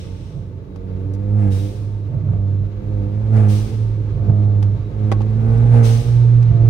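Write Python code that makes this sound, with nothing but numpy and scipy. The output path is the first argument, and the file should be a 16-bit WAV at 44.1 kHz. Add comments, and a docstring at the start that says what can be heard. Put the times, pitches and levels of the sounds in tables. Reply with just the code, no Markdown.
"""Exhaust boom over tyre rumble: a turbocharged four-cylinder car at town speed, from the driver's seat. Firing
pulses boom through the cabin and growl under load; a soft hiss fades in the first second. Low shudders thump as
the car coasts after each lift, and plastic trim clicks. Three times boost builds with a rush of intake air,
then the throttle shuts and the blow-off valve vents a hissing jet."""
import sys
import numpy as np
from scipy import signal
from scipy.fft import rfft, irfft
from scipy.io import wavfile

SR = 44100
rng = np.random.default_rng(int(sys.argv[2]) if len(sys.argv) > 2 else 0)


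def dump(signal):
    """Clip the signal to [-1, 1] and save it as 16-bit WAV at the path in sys.argv[1]."""
    limited = np.clip(np.atleast_2d(signal).T, -1, 1)
    pcm = np.round(limited * 32767).astype(np.int16)
    wavfile.write(sys.argv[1], SR, pcm)


N = 295136
TIME_S = np.arange(N) / SR
FREQ_HZ = np.fft.rfftfreq(N, 1 / SR)

# firing rate before sags: t/s, f/Hz
FIRING_RATE = [(0, 92.02), (0.97, 93.5), (1.38, 105.1), (1.8, 103.5), (2.578, 98.72), (3.334, 109.8),
               (3.84, 109), (4.2, 102.6), (4.442, 104), (4.685, 101.2), (5.443, 111.9), (5.7, 118.2),
               (6.22, 118.7), (6.408, 117.9), (6.579, 112.9), (6.69, 115.4)]
# engine pulls, coasting between: start/s, end/s, initial load/dB
PULLS = [(-0.5, 0.31, -22), (0.681, 1.732, -15), (2.816, 3.69, -9.5), (4.919, 6.04, -7)]
# pedal prods: peak/s, rise/s, boom/dB, load/dB, turbo air/dB, firing rate sag/Hz
PRODS = [(0.95, 0.036, -30, -22, -29, 0.26), (1.409, 0.077, -17, -1.5, -6, 7.57),
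         (2.928, 0.027, -27.5, -24, -32, 4.7), (3.37, 0.035, -14, 6, 0, 6.4),
         (5.042, 0.039, -23, -10, -22.5, 3), (5.511, 0.067, -33, 2.5, -12, 0.11),
         (5.759, 0.018, -19, 8, 0, 4.6)]
# exhaust drone late in each coast: start/s, end/s, boom/dB, rasp/dB
DRONES = [(2.257, 2.699, -20.5, -6), (4.177, 4.793, -17, 1), (6.456, 7.0, -21, -0.5)]
# firing harmonics in the cabin at 0 dB load: f/Hz, level/dB
LOADED_HARMONICS = [(180, -27), (210, -27), (240, -35.5), (280, -37.5), (300, -26.5), (318, -37),
                    (345, -50), (380, -36.5), (410, -42.5), (450, -36), (505, -35.5), (560, -49),
                    (620, -48), (720, -48.5), (840, -49)]
# firing harmonics off throttle: f/Hz, level/dB
OVERRUN_HARMONICS = [(200, -30.5), (225, -38.5), (310, -38), (345, -38), (410, -43), (520, -46),
                     (630, -43.5), (730, -47), (820, -55)]
# upper engine orders in the cabin: f/Hz, level/dB
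GROWL_SPECTRUM = [(250, -45), (350, -53.5), (450, -39.5), (530, -43), (610, -47.5), (700, -58),
                  (830, -49.5), (1000, -64.5), (1600, -59.5)]
# tyre noise: t/s, rumble/dB, hiss/dB
ROAD_LEVELS = [(0, -32, -57), (.6, -34, -60), (1.2, -30, -56), (2.0, -31, -57), (2.8, -30, -55),
               (3.6, -28.5, -51), (4.4, -28, -53), (5.0, -29, -52), (5.6, -25, -49.5), (6.69, -28, -48.5)]
# shudders as the car coasts after each lift: t/s, Gaussian half length/s, level/dB
SHUDDERS = [(0.384, 0.091, -29), (2.152, 0.043, -22.5), (2.311, 0.065, -20.5), (2.637, 0.043, -28),
            (4.22, 0.062, -20), (4.298, 0.013, -20.5), (4.767, 0.021, -26.5), (6.52, 0.037, -18.5),
            (6.648, 0.053, -20.5)]
# opening hiss: t/s, level/dB
SOFT_HISS_LEVELS = [(0, -47.5), (.12, -54.5), (.28, -55.5), (.4, -61.5), (.55, -72), (.9, -100)]
# noise shapes: f/Hz, relative density/dB
RUMBLE_SPECTRUM = [(15, -44.5), (29, -34), (39, 6.5), (50, 11), (75, 3), (130, 6.5), (190, -8), (280, -8),
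                   (420, -8), (560, -14), (730, -37.5), (900, -17.5), (1100, -36), (2000, -57)]
TYRE_HISS_SPECTRUM = [(400, -8.5), (900, 3), (1300, 2), (2000, -1), (3000, -6), (4000, -8), (5000, -14),
                      (6700, -16.5), (7500, -25.5), (10000, -39), (12000, -57.5), (16000, -35.5)]
THUD_SPECTRUM = [(28, -37.5), (48, 0.5), (80, 4.5), (145, 11), (190, -9.5), (300, -21), (480, -22),
                 (655, -19.5), (790, -29), (1300, -40.5), (2500, -49), (6000, -90)]
SOFT_HISS_SPECTRUM = [(600, -23), (1500, -8), (2500, 0), (3800, 1), (4700, -6.5), (5500, -0.5),
                      (7600, -13.5), (8400, -6), (10000, -17), (13000, -26), (16000, -20)]
SNAP_SPECTRUM = [(300, -3.5), (900, -5), (2000, -13.5), (4000, -18), (6000, -21), (7300, -28),
                 (10000, -28.5), (16000, -45.5)]
INTAKE_SPECTRUM = [(200, -2.5), (450, 3.5), (820, 11), (1100, -8.5), (1700, -1), (2500, -8), (3100, -15),
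                   (5000, -21), (7400, -24.5), (9500, -21.5), (12000, -38.5), (16000, -30.5)]
JET_SPECTRUM = [(400, -29.5), (1000, 3), (1500, -3.5), (2500, 2.5), (3700, 2.5), (4700, 0.5), (5700, 1.5),
                (7600, -5.5), (8500, 0.5), (10200, -6.5), (11300, -7), (12300, -15), (13200, -9),
                (14600, -8.5), (16000, -11)]
# trim and switch clicks: t/s, level/dB, tilt/(dB/octave)
CLICKS = [(0.76, -43, 0), (1.137, -51, 10), (1.148, -50.5, 4), (2.132, -45, -5), (2.288, -37.5, -5.5),
          (2.335, -31, -8), (4.297, -25.5, -8.5), (4.6268, -33, 1), (5.1165, -18, -2.5),
          (5.1215, -20.5, -2), (5.206, -26, -6), (5.217, -41, 2), (5.578, -48.5, 4), (6.4268, -42, 2.5)]
# plastic modes: f/Hz, level/dB, t60/s
PLASTIC_MODES = [(370, 5, 0.035), (490, 6.5, 0.022), (520, 7.5, 0.024), (790, 5, 0.047), (1100, -7, 0.18),
                 (1217, -10, 0.19), (1540, -11.5, 0.15), (1987, -8.5, 0.031), (2470, -10, 0.027),
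                 (3300, -19, 0.033), (4790, -14.5, 0.073), (5850, -10.5, 0.041)]
# valve vents: t/s, level/dB, opening/s, hold/s, t60/s, edge tone f/Hz, edge tone re jet/dB
VENTS = [(1.499, -44, 0.024, 0.09, 1, 3780, -9.5), (3.475, -39, 0.03, 0.045, 1, 6040, -12),
         (5.825, -33, 0.031, 0.017, 1, 6260, -8)]
# cabin resonances and dead spots: f/Hz, width/Hz, gain/dB
CABIN_MODES = [(169.4, 27, 4), (294, 8, 8), (677, 16, 10.5), (727, 86, -4), (905, 38, 7.5), (946, 120, -7),
               (1155, 230, 4.5), (1840, 79, -9.5), (3000, 100, -3), (3880, 17, 12), (4520, 270, 0)]
# left-right likeness: f/Hz, coherence (clipped to +-1 in use)
COHERENCE = [(30, 4.5), (180, 0.38), (350, 3.7), (600, 0.3), (900, 0), (16000, 0)]
# channel balance: f/Hz, left minus right/dB
BALANCE = [(30, -8.5), (100, -5), (200, -7.5), (350, -1.5), (650, 2), (1400, 0.5), (2600, -1), (5000, 4),
           (7000, 1), (9000, -3.5), (12000, 0)]


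def amp(db):
    return 10 ** (np.asarray(db) / 20)


def unit_rms(x):
    return x / np.sqrt(np.mean(x ** 2) + 1e-20)


def lookup(points, hz):
    """Interpolate on a log-frequency axis."""
    f_hz, value = np.transpose(points)
    return np.interp(np.log(hz + 1), np.log(f_hz), value)


def curves(rows):
    """Time table columns at every sample."""
    t_s, *columns = np.transpose(rows)
    return [np.interp(TIME_S, t_s, column) for column in columns]


def drift(rate_hz):
    """Low-passed noise, rms 1."""
    return unit_rms(irfft(rfft(rng.standard_normal(N)) * np.exp(-(FREQ_HZ / rate_hz) ** 2), N))


def noise(spectrum):
    """Stereo noise, rms 1: mostly shared in the bass, diffuse above."""
    left, other = rfft(rng.standard_normal((2, N)))
    shared = np.clip(lookup(COHERENCE, FREQ_HZ), -1, 1)
    right = shared * left + np.sqrt(1 - shared ** 2) * other
    return unit_rms(irfft(np.array([left, right]) * amp(lookup(spectrum, FREQ_HZ)), N))


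def swell(peak_s, rise_s, hold_s, fall_db_per_s):
    """Gaussian rise, hold, exponential fall."""
    t = TIME_S - peak_s
    return np.exp(-.5 * (np.minimum(t, 0) / rise_s) ** 2) * amp(-fall_db_per_s * np.maximum(t - hold_s, 0))


def gate(start_s, end_s, release_s, attack_s=0.14):
    return np.clip((TIME_S - start_s) / attack_s, 0, 1) * np.clip((end_s - TIME_S) / release_s, 0, 1)


def soft_gate(start_s, end_s, ease_s):
    return (np.tanh((TIME_S - start_s) / ease_s) - np.tanh((TIME_S - end_s) / ease_s)) / 2


def firings(sag_delay_s=.117, sag_in_s=.064, sag_out_s=.103):
    """Firing rate, sagging after each prod, and running firing count."""
    hz = curves(FIRING_RATE)[0]
    for peak_s, *_, sag_hz in PRODS:
        t = TIME_S - peak_s - sag_delay_s
        hz = hz - sag_hz * np.exp(-.5 * (t / np.where(t < 0, sag_in_s, sag_out_s)) ** 2)
    return hz, np.cumsum(hz * (1 + 0.0017 * drift(19))) / SR


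def effort(firing_hz, reference_hz=100, creep_db_per_s=5, lift_lead_s=0.093):
    """Gains of boom, load, overrun rasp and turbo air. The boom changes sign with the torque."""
    pulling = sum(soft_gate(start_s, end_s, ease_s=0.056) for start_s, end_s, _ in PULLS)
    excess_hz = firing_hz - reference_hz
    boom = amp(-25.5 + 0.8212 * excess_hz)  # grows towards a cabin resonance
    load = sum(amp(db + creep_db_per_s * (TIME_S - start_s))
               * soft_gate(start_s, end_s - lift_lead_s, ease_s=0.1) for start_s, end_s, db in PULLS)
    rasp = amp(-19) * (1 - pulling)
    air = (amp(-28) + amp(-24) * pulling) * amp(0.7082 * excess_hz)
    for peak_s, rise_s, boom_db, load_db, air_db, _ in PRODS:
        boom += amp(boom_db) * pulling * swell(peak_s, rise_s, hold_s=0.13, fall_db_per_s=75.5)
        load += amp(load_db) * swell(peak_s, rise_s, hold_s=0.029, fall_db_per_s=59)
        air += amp(air_db) * swell(peak_s, rise_s=.025, hold_s=0.072, fall_db_per_s=108.5)
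    for start_s, end_s, boom_db, rasp_db in DRONES:
        boom += amp(boom_db) * gate(start_s, end_s, release_s=0.12)
        rasp += amp(rasp_db) * gate(start_s, end_s, release_s=0.31)
    return boom * (2 * pulling - 1), load, rasp, air


def exhaust(firing_hz, cycles, boom, load, rasp, left_lead_rad=0.31, waver_db=-0.27, flutter_db=2.13):
    """Boom at the firing rate plus harmonics; the low ones follow the load most."""
    gains = [boom * amp(waver_db * drift(5.5))]
    for k in range(2, 8):
        loaded = amp(lookup(LOADED_HARMONICS, k * firing_hz)) * load ** (0.9 - 0.055 * k)
        overrun = amp(lookup(OVERRUN_HARMONICS, k * firing_hz)) * rasp
        gains.append((loaded + overrun) * amp(flutter_db * drift(7.6)))
    phase = 2 * np.pi * cycles + np.array([[left_lead_rad], [0]])
    return np.sqrt(2) * sum(gain * np.cos(k * phase + 2 * np.pi * rng.random())
                            for k, gain in enumerate(gains, 1))


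def growl(firing_hz, cycles, load, rasp, uneven_db=-6, bite_per_order=0.032):
    """High orders rise with load and rasp; unequal cylinders add weaker half orders."""
    strain_db = 20 * np.log10(amp(-21.5) + load + amp(-2) * rasp)
    out = np.zeros((2, N))
    for order in np.r_[2.5:7, 7:14:.5]:
        spread_rad = np.arccos(np.clip(lookup(COHERENCE, order * firing_hz.mean()), -1, 1))
        jitter_rad, flutter = .3 * drift(15), 1 + .3 * drift(15)
        phase = 2 * np.pi * (order * cycles + rng.random()) + jitter_rad - np.array([[spread_rad], [0]])
        db = lookup(GROWL_SPECTRUM, order * firing_hz) + uneven_db * (order % 1 > 0)
        db += strain_db * (1 + bite_per_order * order)
        out += amp(db) * flutter * np.cos(phase)
    return out


def road(cycles, throb_depth=0.06, lumpy_db=0.5, flicker_db=1.1):
    """Tyres rumble and hiss; low shudders thump as the car coasts after each lift."""
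    rumble_db, hiss_db = curves(ROAD_LEVELS)
    rumble = noise(RUMBLE_SPECTRUM) * amp(rumble_db + lumpy_db * drift(10))
    hiss = noise(TYRE_HISS_SPECTRUM) * amp(hiss_db + flicker_db * drift(27))
    throb = 1 + throb_depth * np.cos(2 * np.pi * cycles)
    jolts = sum(amp(db) * np.exp(-.5 * ((TIME_S - at_s) / half_s) ** 2) for at_s, half_s, db in SHUDDERS)
    return rumble + hiss * throb + noise(THUD_SPECTRUM) * jolts


def soft_hiss():
    """Weak air hiss, dying away."""
    return noise(SOFT_HISS_SPECTRUM) * amp(curves(SOFT_HISS_LEVELS)[0])


def trim_clicks(snap_t60_s=.03, tail_t60_s=.14, tail_db=-17, ring_db=-9, attack_s=0.00051):
    """Plastic parts knock: sharp snap, brief ring, short cabin tail."""
    out, t = np.zeros((2, N)), TIME_S[:SR // 5]
    n = len(t)
    hz = np.fft.rfftfreq(n, 1 / SR)
    decay = amp(-60 * t / snap_t60_s) + amp(tail_db - 60 * t / tail_t60_s)
    for at_s, db, tilt_db_per_octave in CLICKS:
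        snap = unit_rms(irfft(rfft(rng.standard_normal((2, n))) * amp(lookup(SNAP_SPECTRUM, hz)), n))
        ring = sum(amp(mode_db - 60 * t / t60_s)
                   * np.sin(2 * np.pi * (mode_hz * t + rng.random() + 0.21 * rng.random((2, 1))))
                   for mode_hz, mode_db, t60_s in PLASTIC_MODES)
        tilt = amp(tilt_db_per_octave * np.log2(np.clip(hz, 300, 7000) / 1000))
        knock = irfft(rfft(snap * decay + amp(ring_db) * ring) * tilt, n)
        knock *= np.minimum(t / attack_s, 1) * (1 - t / t[-1])
        knock *= amp(db) / np.std(knock[:, :SR // 200])  # level over the first 5 ms
        slot = out[:, round(at_s * SR):][:, :n]
        slot += knock[:, :slot.shape[1]]
    return out


def intake(cycles, air, level_db=-36):
    """Air rushes through the compressor, pulsing with each intake stroke."""
    pulsing = (1 + .3 * np.cos(2 * np.pi * cycles)) * amp(1.2 * drift(40))
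    return noise(INTAKE_SPECTRUM) * pulsing * amp(level_db) * air


def blow_off(whoosh_hz=1900, fizz_hz=7000, tone_width_hz=22, flicker_db=0.36):
    """The valve snaps open; as the pipe empties the jet loses whoosh and fizz, narrowing to a hiss."""
    jet = rfft(noise(JET_SPECTRUM))
    low = 1 / (1 + (FREQ_HZ / whoosh_hz) ** 4)
    high = 1 / (1 + (fizz_hz / (FREQ_HZ + 1)) ** 4)
    whoosh, body, fizz = (irfft(jet * band, N) for band in (low, 1 - high - low, high))
    out = np.zeros((2, N))
    for at_s, db, opening_s, hold_s, t60_s, tone_hz, tone_db in VENTS:
        t = TIME_S - at_s
        pressure = amp(-60 * (np.maximum(t - hold_s, 0) / t60_s) ** 1.22)  # faster as the valve shuts
        flow = amp(db) * np.clip(t / opening_s, 0, 1) * pressure
        tone_band = 1 / (1 + ((FREQ_HZ - tone_hz) / tone_width_hz) ** 2)
        edge_tone = unit_rms(irfft(rfft(rng.standard_normal(N)) * tone_band, N))
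        whistle = amp(tone_db) * pressure * edge_tone * np.array([[1], [.3]])  # only a hard jet whistles
        out += flow * (whoosh * pressure ** 0.46 + body + fizz * pressure ** 0.45 + whistle)
    return out * amp(flicker_db * drift(60))


def cabin(x):
    """Cabin modes lift some bands and hollow out others."""
    db = sum(gain_db * np.exp(-np.log(2) * (2 * (FREQ_HZ - hz) / width_hz) ** 2)
             for hz, width_hz, gain_db in CABIN_MODES)
    return irfft(rfft(x) * amp(db), N)


def scene():
    """Engine, road, trim and turbo in stereo."""
    firing_hz, cycles = firings()
    boom, load, rasp, air = effort(firing_hz)
    body = cabin(growl(firing_hz, cycles, load, rasp) + intake(cycles, air) + road(cycles))
    return exhaust(firing_hz, cycles, boom, load, rasp) + body + trim_clicks() + blow_off() + soft_hiss()


def record(dry, cutoff_hz=15750):
    """Left-right balance by frequency, then low-pass."""
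    lean = amp(lookup(BALANCE, FREQ_HZ))
    gains = np.array([lean, np.ones_like(lean)]) * 2 / (1 + lean)
    balanced = irfft(rfft(dry) * gains, N)
    lowpass = signal.firwin(511, cutoff_hz, window=("kaiser", 9), fs=SR)
    return signal.oaconvolve(balanced, lowpass[None], "same")


dry = scene()
out = record(dry)
dump(out)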